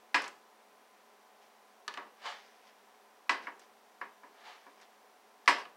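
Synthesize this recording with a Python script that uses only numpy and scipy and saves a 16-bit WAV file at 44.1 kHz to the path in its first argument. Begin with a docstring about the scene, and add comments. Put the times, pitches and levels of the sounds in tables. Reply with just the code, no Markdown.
"""Turning patties on a stove-top sheet

Patties are turned on a baking sheet that lies across the burners of a gas stove in a small kitchen.
Flames murmur as coloured noise with faint whistles; fat sizzles as grains of steam; meat lands dully.
A spatula slides as dense slips, ticks with its edge as bright snaps, and clacks the sheet's modes into ringing."""
import sys
import numpy as np
from scipy import signal
from scipy.fft import rfft, irfft, next_fast_len
from scipy.io import wavfile

SR = 44100
rng = np.random.default_rng(int(sys.argv[2]) if len(sys.argv) > 2 else 0)


def unload_audio(sound):
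    """Save the sound as a 16-bit wav file, at the path given as the first command line argument."""
    columns = np.transpose(np.atleast_2d(sound))
    # keep every value between -1 and 1, then stretch to whole-number steps
    steps = np.round(np.clip(columns, -1, 1) * 32767)
    wavfile.write(sys.argv[1], SR, steps.astype(np.int16))


N = 254360
RING_COUNT = int(.6 * SR)  # samples in every ring and echo


def from_db(db):
    """Decibels to gain."""
    return 10 ** (np.asarray(db) / 20)


def rms_one(x):
    """Scale to rms 1."""
    return x / np.sqrt(np.mean(x ** 2) + 1e-20)


def attack_one(x):
    """Scale a ring so that its first 25 ms have rms 1."""
    return x / np.sqrt(np.mean(x[:SR // 40] ** 2) + 1e-20)


def at_hz(points, hz, axis=1):
    """Read a column of a table along log frequency."""
    table = np.array(points)
    return np.interp(np.log(np.maximum(hz, 1)), np.log(table[:, 0]), table[:, axis])


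def ring_time():
    """Time axis of a ring, in seconds."""
    return np.arange(RING_COUNT) / SR


def fade(t60):
    """Free decay, 60 dB in t60 seconds."""
    return np.exp(-np.log(1000) * ring_time() / t60)


def butter(x, hz, kind, order=2):
    """Causal low- or high-pass."""
    sections = signal.butter(order, np.clip(hz, 10, .45 * SR), kind, fs=SR, output="sos")
    return signal.sosfilt(sections, x)


def noise(spectrum, size):
    """Noise of a given colour, rms 1: shaped magnitudes with random phases."""
    padded = next_fast_len(size)
    hz = np.fft.rfftfreq(padded, 1 / SR)
    phases = np.exp(2j * np.pi * rng.random(len(hz)))
    return rms_one(irfft(from_db(at_hz(spectrum, hz)) * phases, padded)[:size])


def add(out, s, sound):
    """Mix a sound in at a time."""
    start = int(s * SR)
    out[start:start + len(sound)] += sound[:len(out) - start]


def grains(per_s):
    """Random clicks of uneven size and either sign, rms 1."""
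    sizes = from_db(3 * np.minimum(rng.exponential(1, N), 4)) * rng.choice([-1, 1], N)
    return rms_one(sizes * (rng.random(N) < per_s / SR))


def shake(force, body):
    """Drive a body's ring with a force, keeping the force's level."""
    return signal.fftconvolve(force, body / np.linalg.norm(body))[:N]


def ringing(modes, build_cycles):
    """Each contact feeds the modes a little differently; low modes take longer to build up."""
    t = ring_time()
    ring = np.zeros(RING_COUNT)
    for hz, db, t60 in modes:
        build = 1 - np.exp(-t * hz / build_cycles)
        tone = np.sin(2 * np.pi * (hz * t + rng.random()))
        ring += from_db(db + rng.normal()) * fade(t60) * build * tone
    return attack_one(ring)


# Flame noise colour: pitch_hz, level_db (per Hz)
FLAME_COLOUR = [(30, -36), (135, -28.5), (172, -32.5), (212, -9.5), (270, -11.5), (350, -10), (415, -3),
                (500, -5.5), (750, -1.5), (1020, -4), (1350, -8), (2800, -16), (7000, -23), (15500, -27)]
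# Faint stove whistles: pitch_hz (centre), level_db
STOVE_TONES = [(215, -82), (415, -78), (743, -74.5), (1017, -75), (5803, -87)]


def burners(wander_hz, flame_db):
    """Steady flame noise with a few faint whistles, whose pitch wanders a little."""
    slow = [(8, 0), (60, -50)]  # colour of the wander: pitch_hz, level_db
    tones = np.zeros(N)
    for hz, db in STOVE_TONES:
        wandering = hz + wander_hz * noise(slow, N)
        tones += from_db(db) * rms_one(np.sin(2 * np.pi * np.cumsum(wandering) / SR))
    return from_db(flame_db) * noise(FLAME_COLOUR, N) + tones


MEAT_CONTACT_S = 0.025  # half length of a landing or a squelch, to 1/e of its gain


def swells(rows):
    """Smooth bumps of gain as meat meets metal, from rows of centre_s, level_db."""
    out = np.zeros(N)
    t = np.arange(-RING_COUNT // 4, RING_COUNT // 4) / SR
    for s, db in rows:
        add(out, s + t[0], from_db(db) * np.exp(-(t / MEAT_CONTACT_S) ** 2))
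    return out


# The blade glides up to a patty or is pushed under it:
# full_s (full pressure begins), level_db, attack_s, release_s
SLIDES = [(2.228, -50.5, 0.052, 0.024), (2.252, -42, 0.012, 0.12), (4.471, -51.5, 0.15, 0.13)]
# Full pressure holds for SLIDE_HOLD_S; attack and release each change it by SLIDE_SWING_DB
SLIDE_HOLD_S, SLIDE_SWING_DB = .03, 19


def blade_pressure():
    """Each push swells, holds and lets go; as gain."""
    t, pressure = np.arange(N) / SR, np.zeros(N)
    for s, db, attack, release in SLIDES:
        before = np.maximum(s - t, 0) / attack
        after = np.maximum(t - s - SLIDE_HOLD_S, 0) / release
        swings = before + after
        touching = swings < 3
        pressure[touching] += from_db(db - SLIDE_SWING_DB * swings[touching])
    return pressure


# A patty shifts or peels off the hot metal: centre_s, level_db
SQUELCHES = [(1.437, -69.5), (2.68, -66), (3.62, -65), (4.825, -62)]
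# A flipped patty lands, heard in the fat and in plops(): centre_s, level_db
PLOPS = [(0.248, -45.5), (3.44, -51.5), (5.593, -46)]
# Colour of one burst of steam: pitch_hz, level_db (per Hz)
SIZZLE_COLOUR = [(500, -2), (1500, 20), (3000, -3), (5000, 3.5), (8000, -23), (11000, -32), (15000, -35)]
# Steam under a landing patty and a sliding blade, relative to each; time constant of stirred fat
LANDING_STEAM_DB, SLIDE_STEAM_DB, FAT_SETTLES_S = -8, -13.5, 0.16


def fat(simmer_db, pop_t60):
    """Tiny bursts of steam, swelling where wet meat meets hot metal and lingering behind the blade."""
    keep = np.exp(-1 / (FAT_SETTLES_S * SR))
    stirred = signal.lfilter([1 - keep], [1, -keep], blade_pressure())
    steam = from_db(simmer_db) + swells(SQUELCHES)
    steam += from_db(LANDING_STEAM_DB) * swells(PLOPS)
    steam += from_db(SLIDE_STEAM_DB) * stirred
    return shake(steam * grains(per_s=2000), noise(SIZZLE_COLOUR, RING_COUNT) * fade(pop_t60))


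# The sheet's crowd of weaker modes: pitch_hz, level_db (per Hz), t60_s
SHEET_WASH = [(147, -18.5, 1), (216, -11, 0.61), (393, -6.5, 0.57), (750, -4, 0.47), (1070, 7, 0.32),
              (1400, 3, 0.28), (1830, 8, 0.2), (3440, -6, 0.38), (5000, -4, 0.18), (6900, -11.5, 0.31),
              (7870, -6, 0.17), (9800, -12, 0.24), (15000, -22, 0.38)]


def sheet_wash():
    """Crowded plate modes, each half-octave region dying at its own rate."""
    hz = np.fft.rfftfreq(RING_COUNT, 1 / SR)
    crowd = rfft(noise([row[:2] for row in SHEET_WASH], RING_COUNT))
    region = np.round(2 * np.log2(np.maximum(hz, 100)))
    wash = np.zeros(RING_COUNT)
    for k in np.unique(region):
        t60 = at_hz(SHEET_WASH, 2 ** (k / 2), axis=2)
        wash += irfft(crowd * (region == k), RING_COUNT) * fade(t60)
    return attack_one(wash)


def plops(soft_hz, damped_t60):
    """Soft meat meets the sheet bit by bit and stirs it dully."""
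    dull_sheet = butter(sheet_wash() * fade(damped_t60), soft_hz, "low", order=1)
    return shake(swells(PLOPS) * grains(per_s=1700), dull_sheet)


# Colour of the rubbing edge: pitch_hz, level_db (per Hz)
SCRAPE_COLOUR = [(120, -74), (210, -33), (450, -4), (850, 7.5), (1300, 2.5), (1750, 6), (2500, -1.5),
                 (3300, -1.5), (5000, -8.5), (7000, -15.5), (10000, -31), (15000, -65)]
# Resonances that sing under the sliding edge: pitch_hz, level_db, t60_s
RASP_MODES = [(950, -4, 0.2), (1142, 0, 0.13), (1560, -12, 0.074), (2280, -21, .1), (3070, 5, 0.033),
              (4700, -7, 0.025)]


def slides(modes_db, ring_t60):
    """The edge catches on baked-on crust: dense tiny slips shake the sheet, which the blade damps."""
    pressure = blade_pressure()
    rub = np.zeros(N)
    for spot in range(3):  # both corners and the middle of the edge rub on spots of their own
        rub += shake(pressure * grains(per_s=700), noise(SCRAPE_COLOUR, RING_COUNT) * fade(ring_t60))
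    # only a firmly pressed edge makes the sheet sing
    firm = pressure * np.sqrt(pressure / pressure.max())
    rasp = shake(firm * grains(per_s=760), ringing(RASP_MODES, build_cycles=0.33))
    return rub / np.sqrt(3) + from_db(modes_db) * rasp


# Light touches of the blade's edge: start_s, level_db (of the snap), centre_hz
TICKS = [(0.219, -55.5, 6800), (0.2417, -52.5, 3660), (0.2787, -55.5, 6300), (1.8794, -44, 3260),
         (1.94, -52.5, 3000), (1.9737, -50.5, 2290), (3.595, -66, 6900), (4.814, -69, 5500),
         (5.459, -64.5, 4300), (5.653, -60, 2500)]
# The blade, held against the sheet: pitch_hz, level_db, t60_s
BLADE_MODES = [(410, -12.5, .12), (1212, 5, 0.029), (1535, -10.5, 0.1), (1742, 3.5, 0.043), (2940, -2, .04),
               (3750, -30, .07), (6200, -26, .07)]
# Snap's half width at -3 dB; centre where the blade rings as loud as the snap; ring lost above it
SNAP_OCTAVES, FULL_RING_HZ, RING_LOSS_DB_PER_OCTAVE = 0.59, 2960, 6


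def ticks(snap_t60, tail_db, tail_t60, top_hz, sheet_db, sheet_t60):
    """A bright snap with a weak tail; a duller touch rings the blade and the pressed sheet more."""
    out, hz = np.zeros(N), np.geomspace(100, 16000, 30)
    dull_wash = butter(sheet_wash(), 1300, "low")
    pressed_sheet = from_db(sheet_db) * attack_one(dull_wash * fade(sheet_t60))
    snap_decay = fade(snap_t60) + from_db(tail_db) * fade(tail_t60)
    for s, db, centre_hz in TICKS:
        colour_db = -10 * np.log10(1 + (np.log2(hz / centre_hz) / SNAP_OCTAVES) ** 4)
        snap = noise(np.column_stack([hz, colour_db]), RING_COUNT) * snap_decay
        ring_db = -RING_LOSS_DB_PER_OCTAVE * np.log2(centre_hz / FULL_RING_HZ)
        ring = from_db(ring_db) * (ringing(BLADE_MODES, build_cycles=1.0) + pressed_sheet)
        add(out, s, from_db(db) * (attack_one(butter(snap, top_hz, "low")) + ring))
    return out


def bending_wave(start_hz, spread_s, t60):
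    """Short waves cross the sheet faster than long ones, so the first arrival falls quickly in pitch."""
    hz = start_hz / np.sqrt(1 + ring_time() / spread_s)
    return attack_one(np.sin(2 * np.pi * np.cumsum(hz) / SR) * fade(t60))


# Blows on the sheet: start_s, level_db, hardness_hz (low-pass of the contact),
# crack_db (before that low-pass), damping_db_per_s (by the meat)
BLOWS = [(0.144, -24, 5000, 0, 27), (1.9725, -41.5, 1400, -17, 6), (3.294, -25.5, 4700, 1.5, 17),
         (3.4696, -40, 1940, -1.5, 39), (4.0128, -39.5, 1980, -2, 54), (4.2328, -53, 1580, -14, 35),
         (4.665, -54.5, 1400, -9, 42), (5.4771, -18.5, 5700, 0, 13)]
# The sheet's clear modes: pitch_hz, level_db, t60_s (before the meat's damping)
SHEET_MODES = [(283.5, -10, 0.16), (393, -19, 0.44), (530.5, -15.5, 0.29), (593, -30, 0.82),
               (709, -9.5, 0.41), (813, -17, 0.3), (946.6, 1, 0.24), (992, 5.5, 0.12), (1115, 3.5, 0.049),
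               (1110, -5, 0.28), (1117, 0, 0.14), (1190, -31, 0.27), (1289, -6, 0.2), (1320, -46, 0.31),
               (1455, -11, 0.1), (1674, 6.5, 0.1), (1845, -19, 0.22), (1952, -7.5, 0.2), (2063, -8.5, 0.26),
               (2080, -21, 0.14), (2304, 6.5, 0.049), (2450, -19.5, 0.21), (2700, -36, 0.41),
               (3000, -11.5, 0.26), (4300, -25, .18), (4870, -13.5, 0.13), (5150, -12, .25),
               (5360, -43, 0.18), (7400, -18.5, 0.29), (7800, -18, 0.16)]
# Colour of the crack: pitch_hz, level_db (per Hz)
CRACK_COLOUR = [(200, -41), (500, -18.5), (1100, -21.5), (1900, 5), (2500, -2), (3500, -13.5), (5500, -13),
                (9000, -28.5), (15000, -22)]
# A gentler blow stays longer on the sheet and rings it lower:
# blow level of an even ring, bass gained per dB below it
EVEN_RING_DB, BASS_PER_SOFT_DB = -22, 0.38
BENDING_WAVE_DB = -7.5  # beside the clear modes of the ring


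def blows(wash_db, crack_t60, low_hz, rise_s):
    """A crack and a bending wave, then the ringing sheet; meat softens the contact and damps the ring."""
    out, t = np.zeros(N), ring_time()
    for s, db, hard_hz, crack_db, damping in BLOWS:
        crack = from_db(crack_db) * attack_one(noise(CRACK_COLOUR, RING_COUNT) * fade(crack_t60))
        wave = from_db(BENDING_WAVE_DB) * bending_wave(start_hz=2623, spread_s=.003, t60=0.088)
        ring = ringing(SHEET_MODES, build_cycles=1.8) + from_db(wash_db) * sheet_wash()
        low_db = BASS_PER_SOFT_DB * (EVEN_RING_DB - db)
        ring = ring + (from_db(low_db) - 1) * butter(ring, low_hz, "low", order=1)
        damped_ring = ring * from_db(-damping * t)
        blow = (crack + wave + damped_ring) * (1 - np.exp(-t / rise_s))
        add(out, s, from_db(db) * attack_one(butter(blow, hard_hz, "low")))
    return out


def kitchen(x, wet_db, t60, wall_hz, build_s):
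    """Diffuse reflections gather after the direct sound and die away, dulled by the walls."""
    build = 1 - np.exp(-(ring_time() / build_s) ** 2)
    dulled = butter(rng.standard_normal(RING_COUNT), wall_hz, "low", order=1)
    return x + from_db(wet_db) * shake(x, dulled * fade(t60) * build)


def scene():
    """Spatula, meat and fat in the kitchen, over the burners."""
    flames = burners(wander_hz=6.08, flame_db=-63)
    meat = fat(simmer_db=-77.5, pop_t60=0.0019) + plops(soft_hz=1470, damped_t60=0.32)
    scrapes = slides(modes_db=-4.0, ring_t60=0.081)
    touches = ticks(snap_t60=.026, tail_db=-20, tail_t60=0.36, top_hz=7600, sheet_db=-1.0, sheet_t60=0.64)
    clacks = blows(wash_db=-1.5, crack_t60=0.043, low_hz=330, rise_s=0.00016)
    from_sheet = kitchen(clacks + scrapes + meat, wet_db=-16.5, t60=0.29, wall_hz=5000, build_s=0.0094)
    # the tilted blade throws more of its sound at the walls
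    from_blade = kitchen(touches, wet_db=-14, t60=0.41, wall_hz=3000, build_s=0.0056)
    radiated = butter(from_sheet + from_blade, 216, "high", order=4)  # thin metal radiates little bass
    return (radiated + flames)[None]


def record(dry):
    """The microphone sheds the deep bass, and the top is cut steeply above 15.8 kHz."""
    thin = butter(dry, 28, "high")
    return signal.sosfilt(signal.ellip(10, .1, 70, 15800, fs=SR, output="sos"), thin)


dry = scene()
out = record(dry)
unload_audio(out)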